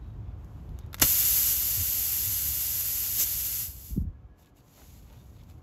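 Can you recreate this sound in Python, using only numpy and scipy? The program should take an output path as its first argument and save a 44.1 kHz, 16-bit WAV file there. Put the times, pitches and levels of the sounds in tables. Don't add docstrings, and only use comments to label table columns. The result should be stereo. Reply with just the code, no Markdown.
import sys
import numpy as np
from scipy import signal
from scipy.fft import rfft, irfft, next_fast_len
from scipy.io import wavfile
from scipy.ndimage import uniform_filter1d

SR = 44100
rng = np.random.default_rng(int(sys.argv[2]) if len(sys.argv) > 2 else 0)


def store_wav(level_fs):
    pcm = np.round(np.clip(np.atleast_2d(level_fs), -1, 1) * 32767)
    wavfile.write(sys.argv[1], SR, pcm.T.astype(np.int16))


N = 247842
TIME = np.arange(N) / SR
SIZE = next_fast_len(N + 8192)
FREQS = np.maximum(np.arange(SIZE // 2 + 1) * SR / SIZE, 1)
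CUTOFF_HZ = 15750
POP_RISE_DB_PER_S = 5000

# freq_hz, width_hz, full lift_db
HOLLOWS = [(580, 100, 0.5), (1087, 48, 5), (1386, 89, 7), (1960, 90, 7), (2320, 110, 4), (2830, 120, 7),
           (3570, 130, 6), (4360, 110, 5), (4800, 70, 4), (5020, 60, 4), (6050, 90, 8), (6470, 80, 8),
           (7030, 120, 8)]
LOW_COLOUR = [(25, -1.5), (60, 3), (150, 9), (300, -1.5), (450, -16), (650, -28), (1500, -52)]


def from_db(db):
    return 10 ** (np.asarray(db) / 20)


def rms_one(x):
    return x / np.sqrt(np.mean(x ** 2) + 1e-20)


def level(rows):
    time_s, level_db = np.transpose(rows)
    return from_db(np.interp(TIME, time_s, level_db, left=-140, right=-140))


def over_hz(points):
    freq_hz, value = np.transpose(points)
    return np.interp(np.log(FREQS), np.log(freq_hz), value)


def drift(rate_hz):
    smoothed = rfft(rng.standard_normal(SIZE)) / (1 + (FREQS / rate_hz) ** 2)
    return rms_one(irfft(smoothed, SIZE)[:N])


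def turbulence(colour, resonances=()):
    # freq_hz, correlation 0-1
    likeness = [(60, 0.92), (150, 0.81), (300, 0.42), (750, 0.13), (1400, 0.27), (2200, 0.72), (3000, 0.72),
                (4000, 0.43), (6300, 0.86), (8000, 0.72), (8700, 1), (9500, 1), (10200, 0.57), (14200, 1),
                (15200, 0.89)]
    mid, side = rfft(rng.standard_normal((2, SIZE)))
    alike = np.clip(over_hz(likeness), 0, 1)
    pair = np.sqrt(1 + alike) * mid + np.sqrt(1 - alike) * side * [[1], [-1]]
    db = over_hz(colour)
    for hz, width_hz, lift_db in resonances:
        db = db + lift_db / (1 + (2 * (FREQS - hz) / width_hz) ** 2)
    return rms_one(irfft(pair * from_db(db) * (FREQS < CUTOFF_HZ), SIZE)[:, :N])


def bell(centre_s, sigma_s):
    return np.exp(-np.minimum(((TIME - centre_s) / sigma_s) ** 2 / 2, 50))


def burst(start_s, hold_s, rise_db_per_s, fall_db_per_s):
    before_s = np.maximum(start_s - TIME, 0)
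    after_s = np.maximum(TIME - start_s - hold_s, 0)
    below_db = rise_db_per_s * before_s + fall_db_per_s * after_s
    return from_db(-np.minimum(below_db, 200))


def lean(left_db):
    return from_db(left_db * np.array([[1], [-1]]) / 2)


def wind(gust_db):
    wind_colour = [(18, -51.5), (30, -25.5), (45, -3), (60, 3.5), (80, -2), (110, -4), (150, -14),
                   (220, -23.5), (350, -32.5), (800, -52), (2000, -71.5)]
    # centre_s, level_db before gust_db, sigma_s
    gust_rows = [(.25, -45.5, 0.11), (0.717, -35, 0.023), (0.845, -47, 0.024), (1.04, -34, 0.017),
                 (1.32, -49, 0.03), (1.807, -38, 0.029), (2.306, -43.5, 0.038), (2.48, -40.5, 0.03),
                 (3.364, -51.5, 0.065), (3.663, -50, 0.032), (4.0, -34, 0.038), (4.089, -40, 0.015)]
    # start_s, end_s, depth_db, fade_s
    lull = (4.27, 4.9, 17.3, 0.17)
    breeze_start_db, ease_db_per_s = -42, 1.5

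    rumble = turbulence(wind_colour)
    power = np.mean(rumble ** 2, axis=0)
    rumble = rumble / np.sqrt(uniform_filter1d(power, size=4400))
    start_s, end_s, depth_db, fade_s = lull
    calm = np.clip(np.minimum(TIME - start_s, end_s - TIME) / fade_s, 0, 1)
    breeze = from_db(breeze_start_db - ease_db_per_s * TIME - depth_db * calm)
    gusts = sum(from_db(db) * bell(centre_s, sigma_s) for centre_s, db, sigma_s in gust_rows)
    return (breeze + from_db(gust_db) * gusts) * rumble


def far_tone(hz, waver, broken_db):
    cycles = hz * np.cumsum(1 + waver * drift(20)) / SR
    return from_db(broken_db * drift(12)) * np.sin(2 * np.pi * cycles)


def outdoors(drone_waver, drone_broken_db, whine_waver, whine_broken_db):
    # time_s, level_db
    wash_level = [(0, -52.5), (0.9, -50.5), (3.6, -57), (4.3, -59), (5.62, -55.5)]
    outdoor_colour = [(25, -12), (50, 6), (150, 2.5), (300, -2.5), (500, -9), (950, -12), (1300, -16),
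                      (2000, -26), (3000, -29), (5000, -37.5), (15000, -44)]
    # pitch_hz, level_db before fading, left_minus_right_db
    drone_rows = [(286.5, -72, 0), (485, -80, -2), (592, -82, -2), (732, -77, 8), (1020, -84, 4),
                  (1084, -85, 2)]
    # pitch_hz, level_db before fading
    whine_rows = [(1122, -80), (1688, -77), (2245, -88)]

    drone = sum(from_db(db) * lean(left_db) * far_tone(hz, drone_waver, drone_broken_db)
                for hz, db, left_db in drone_rows)
    whine = sum(from_db(db) * far_tone(hz, whine_waver, whine_broken_db) for hz, db in whine_rows)
    return level(wash_level) * turbulence(outdoor_colour) + drone + bell(4.3, 0.18) * whine


def seep(nail_db, reamer_db, fizz_db, spit_db):
    # time_s, level_db before nail_db
    past_nail = [(0.0, -84), (0.1, -80), (0.24, -92), (0.34, -94), (0.39, -78), (0.57, -73.5), (0.92, -82)]
    # time_s, level_db before reamer_db
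    past_shaft = [(4.55, -95), (4.64, -71.5), (4.786, -58.5), (4.98, -60.5), (5.02, -66.5), (5.2, -67),
                  (5.35, -69.5), (5.478, -72.5), (5.496, -66.5), (5.57, -76.5), (5.585, -73), (5.62, -84)]
    # start_s, hold_s, level_db before reamer_db
    spurt_rows = [(4.391, 0.037, -66), (4.468, 0.027, -74), (4.569, 0.021, -66.5)]
    seep_colour = [(600, -11), (1500, -9.5), (2500, -5), (4000, -4), (5500, -5.5), (7000, 0), (10000, -2),
                   (13000, -1.5), (15500, -1)]

    spurts = sum(from_db(db) * burst(start_s, hold_s, rise_db_per_s=750, fall_db_per_s=700)
                 for start_s, hold_s, db in spurt_rows)
    gap = from_db(nail_db) * level(past_nail) + from_db(reamer_db) * (level(past_shaft) + spurts)
    ragged = from_db(fizz_db * drift(600) + spit_db * drift(80))
    return gap * turbulence(seep_colour) * ragged


def rasps(slips_per_s, slip_s, scratch_db, wobble):
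    # centre_s, level_db, sigma_s, squeak_hz, squeak_db against level_db
    rasp_rows = [(0.065, -76, 0.044, 3850, 0), (0.287, -80, 0.05, 3500, 0), (0.592, -73, 0.023, 3000, -6),
                 (0.809, -69, 0.04, 3700, -6), (4.438, -70, 0.0085, 3650, 0), (4.45, -72, 0.01, 2500, 1),
                 (4.48, -72, 0.01, 2630, 0), (4.483, -75, 0.01, 3950, 0), (4.583, -75, 0.008, 2800, 1),
                 (4.606, -64, 0.0043, 4650, -2), (5.03, -71, .012, 3400, -3),
                 (5.124, -64, 0.035, 2600, -10), (5.198, -69, 0.02, 3650, 0),
                 (5.385, -68.5, 0.035, 4500, -8), (5.411, -69, 0.011, 3450, -1),
                 (5.503, -67.5, 0.023, 2600, -3)]
    rasp_colour = [(1500, -14), (2200, -1), (2650, -2), (3100, -3), (3600, 0.5), (4600, -6.5), (8000, -20)]

    slips = (rng.random(N) < slips_per_s / SR) * rng.uniform(.3, 1, N)
    slip_decay = np.exp(-1 / (slip_s * SR))
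    grain = rms_one(signal.lfilter([1], [1, -slip_decay], slips + 1e-18))
    scratch = from_db(scratch_db) * turbulence(rasp_colour)
    turning = 2 * np.pi * np.cumsum(1 + wobble * drift(396)) / SR
    out = 0
    for centre_s, db, sigma_s, hz, squeak_db in rasp_rows:
        squeak = from_db(squeak_db) * np.sin(hz * turning)
        out = out + from_db(db) * bell(centre_s, sigma_s) * (scratch + squeak)
    return grain * out


def ticks(crack_db, crack_s, tail_db, tail_s, ring_db, knock_db, knock_s):
    # start_s, peak_db before trims, knock_and_ring_db against peak_db
    tick_rows = [(0.446, -46, -14), (0.692, -49, -16), (0.789, -33.5, -22), (0.8633, -47.5, -12),
                 (0.9302, -28, 7), (0.9438, -19.5, 6), (0.967, -40, -4), (0.9785, -44, -4),
                 (0.983, -41, 16), (0.9866, -34, 5), (0.9983, -14, -9), (1.0035, -34, 16.5),
                 (4.4464, -53, -8), (4.4594, -48, -14), (4.606, -54, -6), (4.6817, -49, 4),
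                 (4.842, -45, -10), (5.03, -45, -18), (5.128, -46, -9), (5.4356, -44, -14.5),
                 (5.499, -42, -15), (5.511, -47, -7)]
    # freq_hz, relative level_db, t60_s
    steel_modes = [(1120, -9, .022), (1370, -5.5, 0.033), (1710, -2, .018), (2680, -9.5, 0.011),
                   (3600, -2, 0.0099), (5900, -12.5, .012), (7450, -8.5, .012)]

    # crack_s, tail_s and knock_s are times to fall 20 dB
    envelope, knock, blows = np.zeros((3, N))
    for start_s, peak_db, low_db in tick_rows:
        started = TIME > start_s
        age_s = np.maximum(TIME - start_s, 0)
        snap = from_db(-20 * np.minimum(age_s / crack_s, 20))
        scatter = from_db(tail_db - 20 * np.minimum(age_s / tail_s, 20))
        envelope += from_db(peak_db) * started * (snap + scatter)
        knock += from_db(peak_db + low_db - 20 * np.minimum(age_s / knock_s, 20)) * started
        blows[int(start_s * SR)] = from_db(peak_db + low_db)
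    ring = np.zeros((2, N))
    for hz, mode_db, t60_s in steel_modes:
        r, w = from_db(-60 / (t60_s * SR)), 2 * np.pi * hz / SR
        mode = signal.lfilter([0, np.sin(w)], [1, -2 * r * np.cos(w), r * r], blows + 1e-18)
        ring += from_db(mode_db) * mode
    crack = turbulence([(400, -18), (1500, -4), (4000, -5.0), (8000, -3.5), (15000, -2.0)])
    rubber = turbulence([(300, -14), (1300, 1), (3500, -3), (8000, -14.5), (15000, -22)])
    return from_db(crack_db) * envelope * crack + from_db(knock_db) * knock * rubber + from_db(ring_db) * ring


def dull_swells(swell_db):
    # centre_s, level_db before swell_db, sigma_s
    swell_rows = [(0.68, -52.5, 0.13), (1.75, -58, 0.12), (5.055, -59, 0.1), (5.48, -55, 0.1)]
    strength = sum(from_db(db + swell_db) * bell(centre_s, sigma_s) for centre_s, db, sigma_s in swell_rows)
    return strength * turbulence(LOW_COLOUR)


def pop(pop_db, body_db, body_lag_s, body_rise_db_per_s, body_fall_db_per_s, body_left_db):
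    pop_colour = [(300, -22), (780, -19), (1200, -14), (2000, -10), (3000, -11), (5500, -5), (8000, 1.5),
                  (12000, 2), (15500, 1)]
    body_colour = [(100, 4.5), (250, 0.5), (500, -2), (780, -5), (1200, -2.5), (2000, -6.5), (3000, -9.5),
                   (6000, -14.5), (12000, -25)]
    pop_s = 1.0178
    ragged = from_db(.5 * drift(400))
    blast = from_db(pop_db) * burst(pop_s, 0.009, POP_RISE_DB_PER_S, fall_db_per_s=750)
    swell = burst(pop_s + body_lag_s, 0, body_rise_db_per_s, body_fall_db_per_s)
    body = from_db(body_db) * lean(body_left_db) * swell
    return (blast * turbulence(pop_colour, HOLLOWS) + body * turbulence(body_colour, HOLLOWS)) * ragged


def thud(db, hz, sigma_s, left_db):
    return from_db(db) * lean(left_db) * bell(1.03, sigma_s) * np.sin(2 * np.pi * hz * TIME)


def flow():
    # start_s, length_s, loss_db
    jet_drops = [(1.5, 0.057, 3.5), (3.615, 0.13, 17), (3.79, 0.065, -2), (3.904, 0.099, 19)]
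    jet_start_s, plugged_s = 1.04, 4.02
    start_db, sag_db_per_s = -24.5, 1.51
    db = start_db - sag_db_per_s * (TIME - jet_start_s)
    for start_s, length_s, loss_db in jet_drops:
        db = db - loss_db * np.clip((TIME - start_s) / length_s, 0, 1)
    hole_open = burst(jet_start_s, plugged_s - jet_start_s, POP_RISE_DB_PER_S, fall_db_per_s=549)
    return from_db(db) * hole_open


def jet(hiss_db, rush_db, edge_db, flutter_db, sputter_db):
    hiss_colour = [(3000, -33), (5500, -25.5), (6600, -15), (7300, -5.5), (9000, -5), (11000, -1.5),
                   (13000, 1.5), (14600, 3), (15600, 0)]
    rush_colour = [(200, -14.5), (450, -14), (900, -13.5), (1500, -10.5), (2200, -8.5), (3000, -4.5),
                   (3900, -5), (5000, -0.5), (6200, 1), (8000, 3.5), (12000, -10.5)]
    edge_colour = [(250, -14.5), (1000, -23), (2500, -16.5), (4200, -12.5), (6000, -8.5), (7800, -2.5),
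                   (10000, -5.5), (13000, 0.5), (15600, 1.5)]
    # freq_hz, width_hz, lift_db
    edge_tones = [(2930, 360, 4.5), (5250, 160, 5.5), (6070, 213, 10), (7260, 210, 8), (8000, 400, 3.5),
                  (14100, 250, 3)]
    # centre_s, sigma_s
    crossing = (3.212, 0.025)

    rush_hollows = [(hz, width_hz, 0.48 * lift_db) for hz, width_hz, lift_db in HOLLOWS]
    hiss = from_db(hiss_db) * turbulence(hiss_colour)
    rush = from_db(rush_db) * turbulence(rush_colour, rush_hollows)
    edge = from_db(edge_db) * bell(*crossing) * turbulence(edge_colour, edge_tones)
    unsteady = from_db(flutter_db * drift(25) + sputter_db * drift(500))
    return flow() * (hiss + rush + edge) * unsteady


def puffs(puff_db, eddy_db):
    # centre_s, peak_db before trims, pitch_hz at centre
    puff_rows = [(1.789, -32, 111), (3.912, -37, 190), (3.935, -25.5, 56), (3.968, -27.5, 230),
                 (3.978, -31, 333), (3.982, -17.5, 170), (4.017, -22, 70), (4.025, -28.5, 180),
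                 (4.054, -33.5, 175), (4.078, -25, 74.6)]
    sigma_cycles, slowing, arch = .9, .25, .2
    out, stir = np.zeros(N), np.zeros(N)
    for centre_s, db, hz in puff_rows:
        sigma_s = sigma_cycles / hz
        push = from_db(db) * bell(centre_s, sigma_s)
        age = np.clip((TIME - centre_s) / sigma_s, -np.pi, np.pi)
        cycles = np.cumsum(hz * np.exp(-slowing * age - arch * age ** 2)) / SR
        out += push * np.cos(2 * np.pi * (cycles - cycles[int(centre_s * SR)]))
        stir += push * (hz / 230) ** 2
    return from_db(puff_db) * out + from_db(eddy_db) * stir * turbulence(LOW_COLOUR)


def rubs(grain_db):
    # centre_s, level_db before graining, sigma_s
    rub_rows = [(3.07, -59.5, 0.042), (4.79, -62, .015), (4.819, -60, 0.02), (5.125, -65, 0.04)]
    rub_colour = [(150, -17), (450, 2), (1000, 0), (1700, -10), (4000, -21), (9000, -33.5)]
    stroke = sum(from_db(db) * bell(centre_s, sigma_s) for centre_s, db, sigma_s in rub_rows)
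    return stroke * turbulence(rub_colour) * from_db(grain_db * drift(150))


def wheel_arch(x, echo_db, count=7):
    out = x.copy()
    for lag in (rng.uniform(.001, .009, count) * SR).astype(int):
        out[:, lag:] += from_db(echo_db) * x[:, :-lag]
    return out


def scene():
    low_air = wind(gust_db=-1.0) + puffs(puff_db=-0.5, eddy_db=-12.0)
    swells = dull_swells(swell_db=-1.0)
    outside = outdoors(drone_waver=.006, drone_broken_db=3.0, whine_waver=.01, whine_broken_db=4.5)
    leak = seep(nail_db=1.5, reamer_db=2.0, fizz_db=1.0, spit_db=0.5)
    rubber = rasps(slips_per_s=700, slip_s=0.0023, scratch_db=-2.0, wobble=.028)
    rubber = rubber + thud(db=-31.5, hz=116.4, sigma_s=0.009, left_db=-8) + rubs(grain_db=2.5)
    steel = ticks(crack_db=-6.5, crack_s=0.0015, tail_db=-15, tail_s=0.016,
                  ring_db=-23.5, knock_db=-21, knock_s=.008)
    air = pop(pop_db=-13.5, body_db=-20.0, body_lag_s=0.007, body_rise_db_per_s=1700,
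              body_fall_db_per_s=720, body_left_db=-2.5)
    air = air + jet(hiss_db=4.0, rush_db=-5.0, edge_db=11.0, flutter_db=0.46, sputter_db=0.1)
    return wheel_arch(air + leak + rubber + steel, echo_db=-21.5) + low_air + swells + outside


def record(dry):
    # freq_hz, left_minus_right_db
    balance = [(100, -.3), (380, -2.5), (700, -4), (2300, -0.9), (5300, -2.5), (6800, -2), (7600, 2.5),
               (9000, 0)]
    # freq_hz, left_lead_rad
    phase_lead = [(100, 0), (550, -.5), (2000, -.1), (5300, -.4), (6800, .1), (7300, 1.55), (8600, 3.08),
                  (9500, 3.2), (12200, 6.28), (15200, 9.4)]
    gains = from_db(np.array([[1], [-1]]) / 2 * over_hz(balance))
    pair = gains * np.exp(1j * over_hz(phase_lead) * np.array([[0], [-1]]))
    low_pass = np.clip((CUTOFF_HZ - FREQS) / 150 + .5, 0, 1)
    heard = irfft(rfft(dry, SIZE) * pair * low_pass, SIZE)[:, :N]
    return signal.sosfilt(signal.butter(2, 26, "high", fs=SR, output="sos"), heard)


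dry = scene()
out = record(dry)
store_wav(out)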